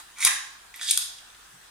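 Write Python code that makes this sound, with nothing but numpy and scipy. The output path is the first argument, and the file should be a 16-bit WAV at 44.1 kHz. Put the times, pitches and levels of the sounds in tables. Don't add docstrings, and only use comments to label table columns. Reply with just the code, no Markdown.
import sys
import numpy as np
from scipy import signal
from scipy.fft import rfft, irfft
from scipy.io import wavfile
from scipy.ndimage import uniform_filter1d

SR = 44100
rng = np.random.default_rng(int(sys.argv[2]) if len(sys.argv) > 2 else 0)


def wrap_up_sound(samples):
    columns = np.atleast_2d(samples).T
    tamed = np.clip(columns, -1, 1)
    steps = np.round(tamed * 32767).astype(np.int16)
    wavfile.write(sys.argv[1], SR, steps)


def voltage_ratio(decibels):
    exponent = np.asarray(decibels, float) / 20
    return 10 ** exponent


N = 74970

# frequency in Hz, bandwidth in Hz, level in dB.
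SHUT_SHELL = [(1900, 130, -11), (2330, 220, -11), (3350, 400, -27), (3573, 570, 14.5), (4960, 970, 10),
              (5560, 730, -23), (6600, 900, 7.5), (8280, 2770, 9), (9800, 790, 2.5), (10300, 300, -14),
              (12600, 2200, -25), (15000, 1700, -20)]
SHUT_SMALL_HZ = 1780


def evened(x):
    return x / np.sqrt(np.mean(x ** 2) + 1e-20)


def read(points, hz):
    f, value = np.transpose(points)
    return np.interp(np.log(hz + 1), np.log(f + 1), value)


def add(mix, s, sound):
    part = mix[round(s * SR):][:len(sound)]
    part += sound[:len(part)]


def above(x, hz, order):
    return signal.sosfilt(signal.butter(order, hz, "high", fs=SR, output="sos"), x)


def ring(hz, t60, size=1500):
    t = np.arange(size) / SR
    return voltage_ratio(-60 * t / t60) * np.sin(2 * np.pi * hz * t)


def noise(points, patchy_db):
    # frequency in Hz, left-right coherence from 0 to 1.
    coherence = [(30, 0.86), (70, 0.88), (150, 0.85), (300, 0.28), (700, 0.017), (1500, 0.17),
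                 (4000, 0.033), (12000, 0.074)]
    frames, hz = N // 256 + 5, np.fft.rfftfreq(1024, 1 / SR)
    a, b, c, d, patches = rng.standard_normal((frames, 513, 5)).T
    patches = uniform_filter1d(patches, size=10, axis=0)
    patches = evened(uniform_filter1d(patches, size=8, axis=1))
    same = np.clip(read(coherence, hz), -1, 1)[:, None]
    left, other = a + 1j * b, c + 1j * d
    z = np.array([left, same * left + np.sqrt(1 - same ** 2) * other])
    z *= voltage_ratio(read(points, hz)[:, None] + patchy_db * patches)
    return evened(signal.istft(z, nperseg=1024, noverlap=768)[1][:, :N])


def background():
    # frequency in Hz, density in dB per Hz.
    hiss_curve = [(410, -39), (700, -5.5), (1710, 1), (2130, -7), (3070, -5.5), (3840, -5.5), (4490, -9),
                  (9110, -7), (16000, -25.5)]
    rumble_curve = [(20, -46), (45, -6.5), (70, -11), (125, -13), (260, -13.5), (330, -10), (550, -14),
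                    (800, -19), (1100, -77)]
    # frequency in Hz, rms level in dB.
    tones = [(49.5, -71.5), (15003, -72)]
    # start in seconds, level in dB, frequency in Hz, t60 in seconds.
    s, db, knock_hz, t60 = (1.525, -57, 132, .3)
    t = np.arange(N) / SR
    earlier_tail = voltage_ratio(-45.5 - 60 * t / 0.14)
    hiss = noise(hiss_curve, patchy_db=2.0) * (voltage_ratio(-51.5) + earlier_tail)
    rumble = voltage_ratio(-67.5) * noise(rumble_curve, patchy_db=0.0)
    onset = np.minimum(np.arange(6000) / (0.02 * SR), 1)
    modes = ring(knock_hz, t60, size=6000) + ring(knock_hz * 1.37, t60, size=6000)
    knock = np.zeros(N)
    add(knock, s, voltage_ratio(db) * modes * onset)
    whine = sum(np.sqrt(2) * voltage_ratio(db) * np.sin(2 * np.pi * hz * t) for hz, db in tones)
    return hiss + rumble + knock + whine * np.array([[1], [.8]])


def causal(gain):
    log_gain = np.log(np.maximum(np.r_[gain, gain[-2:0:-1]], 1e-5))
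    return np.fft.ifft(np.exp(np.conj(signal.hilbert(log_gain)))).real[:1500]


def shell(modes, small_hz):
    skirt, bright_hz = 1.36, 2800
    f = np.fft.rfftfreq(4096, 1 / SR)
    power = np.array([voltage_ratio(2 * db) / (1 + (2 * (f - hz) / w) ** 2) ** skirt for hz, w, db in modes])
    upper = np.array([hz > bright_hz for hz, w, db in modes])
    both = np.array([causal(np.sqrt(power[part].sum(0))) for part in (~upper, upper)])
    return above(both / np.linalg.norm(both), small_hz, order=4)


def clicks(rows, modes, small_hz):
    blow, ring_cycles = 0.94, 14.9
    out, u = np.zeros(N), np.arange(600) / SR
    whole_shell = shell(modes, small_hz).sum(0)
    for s, db, hz, ring_db, length in rows:
        force, contact = rng.standard_normal((2, 600))
        touching = abs(contact) > 1
        chatter = force * touching * (u / length) * np.exp(-4 * u / length)
        chatter[round(length / 5 * SR)] += blow * abs(chatter).max()
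        crack = np.convolve(chatter, whole_shell)
        tone = np.convolve(chatter, above(ring(hz, ring_cycles / hz), 0.7 * hz, order=4))
        add(out, s, voltage_ratio(db) * (crack / abs(crack).max() + voltage_ratio(ring_db) * tone / abs(tone).max()))
    return out


def ticks():
    # start in seconds, crack peak in dB, ring in Hz, ring over crack in dB, chatter in seconds.
    contacts = [
        (.003, -70, 1730, 0.19, 0.0054),
        (.759, -50, 12000, 18.4, 0.0056),
        (1.184, -40.5, 3400, 0.1, 0.006),
        (1.302, -53, 3640, 7.9, 0.0026),
        (1.347, -49, 4270, 3, 0.0035),
        (1.41, -56.5, 1790, 4.9, 0.012),
    ]
    return clicks(contacts, SHUT_SHELL, SHUT_SMALL_HZ)


def bench(x):
    # delay in seconds, level in dB.
    echoes = [(.0009, -5), (.0021, -7), (.0034, -16), (.0068, -10.5)]
    taps = np.zeros((2, 800))
    taps[0, 1], taps[1, 0] = 1, 1
    for (s, db), skew in zip(echoes, rng.integers(-8, 9, len(echoes))):
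        taps[0, round(s * SR)] = voltage_ratio(db)
        taps[1, round(s * SR) + skew] = voltage_ratio(db)
    return signal.oaconvolve(x[None], taps, axes=1)[:, :N]


def room(x):
    # frequency in Hz, t60 in seconds.
    decay = [(500, 0.4), (1200, 0.67), (2500, 0.56), (5000, 0.63), (9000, 0.42), (14000, 0.34)]
    # frequency in Hz, level in dB.
    colour = [(500, 9), (1200, 1.5), (3000, -1.5), (7000, -2), (14000, -3)]
    # frequency in Hz, left-right coherence of the tail from 0 to 1.
    coherence = [(800, 0.23), (1400, 0.2), (2800, 0.13), (5000, 0.042), (12000, .05)]
    taps = np.zeros((2, SR))
    slots = np.arange(300, SR - 12, 12)
    at = slots + rng.integers(0, 12, (2, len(slots)))
    np.put_along_axis(taps, at, rng.choice([-1., 1.], at.shape), 1)
    hz, t, z = signal.stft(taps, SR, nperseg=256)
    same = np.clip(read(coherence, hz), 0, 1)[:, None]
    z[1] = same * z[0] + np.sqrt(1 - same ** 2) * z[1]
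    fall_db = read(colour, hz)[:, None] - 60 * t / read(decay, hz)[:, None]
    tail = signal.istft(z * voltage_ratio(fall_db), SR, nperseg=256)[1]
    return signal.fftconvolve(x[None], tail / np.linalg.norm(tail[0]), axes=1)[:, :N]


def rasp(slide, modes, small_hz):
    slips_per_s, spread_db = 6500, 0.5
    s, db, bright_db = np.transpose(slide)
    t = np.arange(N) / SR
    slipping = rng.random(N) < slips_per_s / SR
    strength = voltage_ratio(spread_db * np.minimum(rng.exponential(1, N), 3))
    slips = evened(slipping * strength * rng.choice([-1., 1.], N))
    slips = slips * voltage_ratio(np.interp(t, s, db, -200, -200))
    dull, bright = signal.oaconvolve(slips[None], shell(modes, small_hz), axes=1)[:, :N]
    return dull + voltage_ratio(np.interp(t, s, bright_db)) * bright


def opening():
    # start in seconds, crack peak in dB, ring in Hz, ring over crack in dB, chatter in seconds.
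    catches = [
        (.184, -28, 1900, -15, 0.0036),
        (.204, -25, 2030, -4, 0.0067),
        (.224, -23, 2265, 4, 0.013),
        (.2485, -2.5, 9700, -3.5, 0.0045),
        (.269, -10, 1950, -4, 0.00972),
    ]
    # time in seconds, rasp in dB, brightness in dB.
    slide = [
        (.16, -41, -16),
        (.185, -34, -15),
        (.22, -28, -1.5),
        (.24, -34, 6),
        (.27, -17.5, -2.5),
        (.29, -38.5, -8),
        (.32, -72, -17),
    ]
    # frequency in Hz, bandwidth in Hz, level in dB.
    modes = [(1147, 530, -4.5), (1600, 250, -8), (1950, 130, -17), (2226, 320, 4), (3070, 290, 0),
             (3820, 650, 8.5), (5180, 1200, 2), (5900, 700, -1), (6840, 1400, 6.5), (8370, 1000, 5),
             (9700, 1000, 8), (12000, 1500, -31), (14900, 1500, -1.5)]
    small_hz = 950
    return clicks(catches, modes, small_hz) + rasp(slide, modes, small_hz)


def shutting():
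    # start in seconds, crack peak in dB, ring in Hz, ring over crack in dB, chatter in seconds.
    catches = [
        (.7412, -38.5, 1920, 6, 0.002),
        (.7945, -40.5, 2060, 9.5, 0.0026),
        (.8125, -26, 1757, 0.5, 0.0017),
        (.870, -41, 3800, 8, .005),
        (.885, -27, 3755, 8.5, 0.01),
        (.9086, -8.5, 8840, 0, .006),
        (.9748, -45.5, 1415, 11.5, .003),
    ]
    latch = [
        (.9745, -5.5, 9470, -4, .003),
    ]
    # time in seconds, rasp in dB, brightness in dB.
    slide = [
        (.74, -51, 0),
        (.8, -46.5, -5),
        (.82, -39, 3),
        (.86, -44, 6.5),
        (.9, -28, 0),
        (.94, -36, 1),
        (.97, -62, -24),
        (1.02, -52, 19),
        (1.06, -73, -7),
    ]
    impacts = clicks([*catches, *latch], SHUT_SHELL, SHUT_SMALL_HZ)
    return impacts + rasp(slide, SHUT_SHELL, SHUT_SMALL_HZ)


def scene():
    # frequency in Hz, left over right in dB.
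    balance = [(500, -1), (1200, -2), (2500, -2.1), (5000, -2.2), (9000, 2), (14000, 0.5)]
    pistol = ticks() + opening() + shutting()
    pistol = signal.sosfilt(signal.butter(4, 13360, fs=SR, output="sos"), pistol)
    heard = bench(pistol) + room(pistol)
    lean = read(balance, np.fft.rfftfreq(N, 1 / SR)) / 2
    return irfft(rfft(heard) * voltage_ratio([lean, -lean]), N) + background()


def top_cut(x):
    return signal.sosfilt(signal.butter(12, 16480, fs=SR, output="sos"), x)


def record(dry):
    return top_cut(dry)


dry = scene()
out = record(dry)
wrap_up_sound(out)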